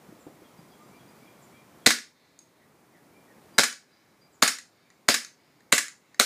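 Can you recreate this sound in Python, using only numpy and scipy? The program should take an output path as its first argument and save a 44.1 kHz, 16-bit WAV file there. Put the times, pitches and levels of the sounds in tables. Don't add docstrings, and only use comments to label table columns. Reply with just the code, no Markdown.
import sys
import numpy as np
from scipy import signal
from scipy.fft import rfft, irfft
from scipy.io import wavfile

SR = 44100
rng = np.random.default_rng(int(sys.argv[2]) if len(sys.argv) > 2 else 0)


def store_wav(level_fs):
    pcm = np.round(np.clip(np.atleast_2d(level_fs), -1, 1) * 32767)
    wavfile.write(sys.argv[1], SR, pcm.T.astype(np.int16))


N = 275968
AGE = np.arange(SR // 2) / SR

# (t/s, hammer level/dB, bass level/dB, slide return delay t/s, trigger reset delay t/s)
SHOT_EVENTS = [(1.866, 3, 3.5, 0.039, 0.12), (3.5863, 0, 2.5, 0.048, 0.14), (4.4259, -2, -2.5, 0.051, 0.16),
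               (5.0876, -2.5, 3.5, 0.054, 0.16), (5.7259, 0.5, -2, .0538, .156),
               (6.1985, -1, -8, .052, .16)]
# (f/Hz, level/dB, t60/s)
FRAME_MODES = [(1153, -4.5, 0.04), (1520, -4, 0.028), (1695, -4, .04), (1990, -7, 0.066), (2186, -6, 0.081),
               (3530, -6, 0.016), (3870, -1.5, .04), (4129, 0, .04), (4640, -9.5, 0.022),
               (4840, -0.5, 0.024), (5340, -2, 0.016), (6700, 2, 0.032), (7100, -4.5, 0.035),
               (8340, -9.5, 0.02)]


def undb(db):
    return 10 ** (np.asarray(db) / 20)


def unit(x):
    return x / np.sqrt(np.sum(x ** 2))


def curve_at(points, hz):
    f, value = np.transpose(points)
    return np.interp(np.log(np.maximum(hz, 1)), np.log(f), value)


def decay(t60):
    return np.exp(-np.log(1000) * AGE / t60)


def colour(x, spectrum):
    n = 2 * len(x)
    hz = np.arange(n // 2 + 1) * SR / n
    cepstrum = irfft(np.log(undb(curve_at(spectrum, hz))))
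    cepstrum[1:n // 2] *= 2
    cepstrum[n // 2 + 1:] = 0
    return irfft(rfft(x, n) * np.exp(rfft(cepstrum)))[:len(x)]


def add(track, s, x):
    i = max(int(s * SR), 0)
    track[i:i + len(x)] += x[:max(len(track) - i, 0)]


def whiten(x):
    spectrum = rfft(x)
    magnitude = np.abs(spectrum)
    return irfft(spectrum / (magnitude + 0.29 * magnitude.mean()), len(x))


def burst(t60):
    noise = whiten(rng.standard_normal(len(AGE)) * decay(1.5 * t60))
    return unit(noise * decay(3 * t60))


def hush(level_db=-55):
    # (f/Hz, level/dB)
    hush_spectrum = [(18, -62.5), (30, -30.5), (59, -15), (143, -2.5), (288, -2), (485, -6.5), (1170, -11),
                     (1650, -16.5), (2310, -17), (2770, -22.5), (3230, -23), (4090, -24), (7430, -25.5),
                     (15000, -28)]
    air = colour(rng.standard_normal(N), hush_spectrum)
    waver_db = .4 * np.interp(np.arange(N), np.linspace(0, N, 50), rng.standard_normal(50))
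    return air / air.std() * undb(level_db + waver_db)


def hand_bumps():
    # (t/s, peak level/dB, f/Hz)
    knocks = [(.088, -41.5, 206), (.122, -39.5, 300), (.266, -34.5, 293), (.419, -41, 320),
              (.589, -42, 166)]
    out = np.zeros(N)
    for s, db, hz in knocks:
        thud = np.sin(2 * np.pi * hz * AGE) * AGE * decay(0.025)
        rub = colour(burst(0.17), [(60, -15), (hz, 0), (650, -8), (1500, -28), (6000, -45)])
        knock = unit(thud) + 0.74 * unit(rub)
        add(out, s, undb(db) * knock / np.abs(knock).max())
    return out


def birds(waver=.005, rasp=0.22, echo_db=-1, settle=1.8, scatter_db=1):
    notes = {"pipe": (.045, 4800, 4810, .124), "chirp": (.042, 3440, 3220, .276),
             "whistle": (.115, 2250, 2385, .31), "slur": (.09, 2230, 1760, .338),
             "thin": (.085, 7400, 7350, .3), "chip": (.05, 8000, 7000, .3), "hoot": (.085, 1160, 1230, .3)}
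    # (bird, start t/s, end t/s, level/dB)
    songs = [("chip", .19, .25, -64), ("chirp", .435, 1.86, -65), ("pipe", .57, 1.25, -68.5),
             ("thin", .78, .87, -70), ("hoot", .78, .87, -60), ("whistle", .89, 1.63, -62.5),
             ("chip", 1.41, 1.46, -61), ("slur", 2.578, 3.36, -59), ("whistle", 3.11, 3.21, -62.5),
             ("pipe", 3.53, 3.58, -60.5), ("pipe", 3.915, 3.96, -58.5), ("pipe", 4.21, 4.26, -48),
             ("chip", 4.32, 4.38, -57.5), ("whistle", 4.2, 4.89, -64), ("thin", 4.6, 5.03, -69.5)]
    out = np.zeros(N)
    for bird, first_s, last_s, song_db in songs:
        length_s, start_hz, end_hz, period_s = notes[bird]
        progress = np.linspace(0, 1, int(length_s * SR))
        glide_hz = end_hz + (start_hz - end_hz) * (1 - progress) ** settle
        depth = waver + rasp * abs(start_hz - end_hz) / end_hz
        for s in np.arange(first_s, last_s, period_s):
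            tremble = np.interp(progress, np.linspace(0, 1, 50), rng.standard_normal(50))
            hz = glide_hz * (1 + depth * tremble)
            note = np.sin(np.pi * progress) * np.sin(2 * np.pi * np.cumsum(hz) / SR)
            echo = unit(signal.fftconvolve(note, burst(0.41))) * np.linalg.norm(note)
            db = song_db + scatter_db * rng.standard_normal()
            add(out, s, undb(db) * note)
            add(out, s, undb(db + echo_db) * echo)
    return out


def ring(modes, scatter_db=2, detune=0.0068):
    chance = rng.standard_normal((len(modes), 3))
    out = 0
    for (hz, db, t60), (strength, shift, polarity) in zip(modes, chance):
        amplitude = np.sign(polarity) * undb(db + scatter_db * strength)
        out = out + amplitude * np.sin(2 * np.pi * hz * (1 + detune * shift) * AGE) * decay(t60)
    return unit(out)


def clack(t60, ring_db):
    # (f/Hz, level/dB)
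    crack_spectrum = [(60, -36.5), (300, -18), (900, -10), (1250, -4.5), (1700, 4), (2200, 2.5), (2800, -5),
                      (4200, -4.5), (6800, -1.5), (9400, -4.5), (11000, -12), (15000, -19.5)]
    crack = unit(colour(burst(t60), crack_spectrum))
    return crack + undb(ring_db) * ring(FRAME_MODES, scatter_db=1.5, detune=0.018)


def muzzle_pop(t60=0.0067, swirl_db=-4, ring_db=-9):
    # (f/Hz, level/dB)
    pop_spectrum = [(40, -29.5), (130, -13.5), (280, -4), (480, -7.5), (850, -5), (1130, 4.5), (2150, -1.5),
                    (2850, -5), (4000, 6.5), (5700, -7.5), (6900, -0.5), (9000, -9), (15000, -20)]
    pulse = undb(swirl_db) * burst(t60)
    pulse[0] += 1
    return unit(colour(pulse, pop_spectrum)) + undb(ring_db) * ring(FRAME_MODES)


def boom(modes):
    return unit(sum((-1) ** k * undb(db) * np.sin(2 * np.pi * hz * AGE) * decay(t60)
                    for k, (hz, db, t60) in enumerate(modes)))


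def breech_thump(peak_s=.009, width_s=0.0072, swell_db=-4):
    # (f/Hz, level/dB)
    vent_spectrum = [(30, -20.5), (80, -17), (150, -6.5), (250, -4.5), (380, -3), (560, -2.5), (900, -9),
                     (2000, -17), (8000, -45)]
    # (f/Hz, level/dB, t60/s)
    grip_modes = [(149.5, -10, 0.058), (236.9, -1, 0.088), (283, 1.5, .045), (447, -1.5, 0.022),
                  (570, 2, 0.04), (686, 0, 0.032)]
    window = np.exp(-((AGE - peak_s) / width_s) ** 2)
    turbulence = whiten(rng.standard_normal(len(AGE)) * window) * window
    return undb(swell_db) * unit(colour(turbulence, vent_spectrum)) + boom(grip_modes)


def rail_chatter(t60=0.13, rough_db=4):
    # (f/Hz, level/dB)
    rail_spectrum = [(60, -33), (300, -9), (700, -0.5), (950, -6.5), (1400, -2.5), (2200, 3.5),
                     (2800, -2.5), (4200, -1), (5800, -7), (7000, -4), (9400, -8), (15000, -21)]
    grain = undb(rough_db * rng.standard_normal(len(AGE) // 50).repeat(50))
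    return unit(colour(burst(t60) * grain, rail_spectrum))


def pistol(pop_db=25.5, lock_db=22.5, stop_db=21.0, shut_db=18.5, thump_db=17.5, chatter_db=20):
    # (lead before the pop t/s, level/dB)
    lock_blows = [(.0052, -27.5), (.0034, -4.5), (.0013, -4.5)]
    # (f/Hz, share of the emphasis in dB)
    bass_shape = [(70, 0.9), (150, 0.7), (300, 0.042)]
    bite_shape = [(600, 0), (1000, 0.77), (3000, 0), (4400, 0.82), (5200, 0.88), (6500, 0.015)]
    pop_s, seat_s, seat_db = .008, .004, -3
    out = np.zeros(N)
    for fired, (s, hammer_db, bass_db, shut_s, _) in enumerate(SHOT_EVENTS):
        pop_gain = undb(pop_db + .5 * fired)
        thump_gain = undb(thump_db - .97 * fired)
        stop_gain = undb(stop_db - 1.1 * fired)
        stop_s = .0063 + .00042 * fired
        bite_db = 3.5 - 1.5 * fired
        cycle = np.zeros(len(AGE))
        for lead_s, blow_db in lock_blows:
            blow = clack(0.0042, ring_db=-5.5) * (1 - decay(0.0042))
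            add(cycle, pop_s - lead_s, undb(lock_db + blow_db + hammer_db) * blow)
        add(cycle, pop_s, pop_gain * muzzle_pop())
        add(cycle, pop_s, thump_gain * breech_thump())
        add(cycle, pop_s, undb(chatter_db) * rail_chatter())
        rear_stop = clack(0.012, ring_db=-7.5) * (1 - decay(.003))
        slide_shuts = clack(0.022, ring_db=-6.5) * (1 - decay(0.0045))
        barrel_seats = clack(0.061, ring_db=-4.5) * (1 - decay(0.0077))
        add(cycle, pop_s + stop_s, stop_gain * rear_stop)
        add(cycle, pop_s + shut_s, undb(shut_db) * slide_shuts)
        add(cycle, pop_s + shut_s + seat_s, undb(shut_db + seat_db) * barrel_seats)
        tone = [(hz, bass_db * share) for hz, share in bass_shape]
        tone += [(hz, bite_db * share) for hz, share in bite_shape]
        add(out, s - pop_s, yard(colour(cycle, tone)))
    return out


def yard(x, near_db=-7.0, deck_db=-32, trees_db=-53, build_s=0.0093, trees_s=0.275):
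    # (f/Hz, level/dB)
    near_spectrum = [(60, -20.5), (230, -5.5), (500, -3.5), (950, -5.5), (1450, 0), (2300, -1), (3000, 1.5),
                     (4000, -4), (5300, 5), (6800, -1), (9000, 2), (15000, 1.5)]
    foliage_spectrum = [(500, -20.5), (1500, -4), (2200, 2.5), (3200, -1), (4300, -3.5), (5200, -1),
                        (7000, -8), (10000, -21.5)]
    # (f/Hz, t60/s)
    decay_times = [(100, 0.2), (250, .28), (700, .23), (1700, 0.27), (5000, 0.28), (9000, .245),
                   (15000, 0.21)]
    # (f/Hz, level/dB, t60/s)
    deck_modes = [(230.3, -4.5, 0.23), (320, -2, .24)]
    hz = np.arange(len(AGE) // 2 + 1) * SR / len(AGE)
    scatter = rfft(whiten(rng.standard_normal(len(AGE))))
    near = 0
    for centre, t60 in decay_times:
        band = curve_at([(f, float(f == centre)) for f, _ in decay_times], hz)
        near = near + irfft(scatter * band) * decay(t60)
    near = unit(colour(near * (1 - np.exp(-AGE / build_s)), near_spectrum))
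    trees = unit(colour(burst(1.0) * np.sqrt(AGE), foliage_spectrum))
    response = np.zeros(SR)
    response[0] = 1
    add(response, 0, undb(near_db) * near + undb(deck_db) * boom(deck_modes))
    add(response, trees_s, undb(trees_db) * trees)
    return signal.fftconvolve(x, response)


def trigger(level_db=14.5, crack_db=-4, reset_db=-18, reset_tilt_db=2):
    # (f/Hz, level/dB, t60/s)
    bar_modes = [(1390, -5, 0.014), (1900, 2, .025), (4440, -3.5, .02), (6500, 0.5, 0.024),
                 (7300, -1.5, 0.013), (9300, -10, .012)]
    # (t/s, level/dB, treble tilt/(dB per octave))
    take_ups = [(2.390, -29.5, 12), (4.902, -37.5, -2), (5.606, -41, -3), (6.145, -30.5, -2)]
    resets = [(s + reset_s, reset_db, reset_tilt_db) for s, _, _, _, reset_s in SHOT_EVENTS]
    out = np.zeros(N)
    for s, db, tilt_db in resets + take_ups:
        slope = [(1000, 0), (8000, 3 * tilt_db)]
        click = ring(bar_modes, detune=0.025) + undb(crack_db) * clack(0.0058, ring_db=-1)
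        click = unit(colour(click * (1 - decay(0.0025)), slope))
        add(out, s, undb(level_db + db) * click)
    return out


def scene():
    return (pistol() + yard(trigger())[:N] + hand_bumps() + birds() + hush())[None]


def gain_control(x, threshold_db=-19, depth_db=11.5, release_db_per_s=7.0, attack_s=0.0005):
    over_db = np.clip(20 * np.log10(np.abs(x) + 1e-9) - threshold_db, 0, depth_db)
    creep_db = release_db_per_s * np.arange(N) / SR
    held_db = np.maximum.accumulate(over_db + creep_db, axis=-1) - creep_db
    pole = np.exp(-1 / (attack_s * SR))
    return x * undb(-signal.lfilter([1 - pole], [1, -pole], held_db))


def record(dry, low_hz=61, top_hz=15400, ceiling=.84):
    top_cut = signal.ellip(10, .1, 90, top_hz, fs=SR, output="sos")
    bass_cut = signal.butter(2, low_hz, "high", fs=SR, output="sos")
    compressed = gain_control(signal.sosfilt(top_cut, dry))
    clipped = np.clip(compressed, -ceiling, ceiling)
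    return signal.sosfiltfilt(top_cut, signal.sosfilt(bass_cut, clipped))


dry = scene()
out = record(dry)
store_wav(out)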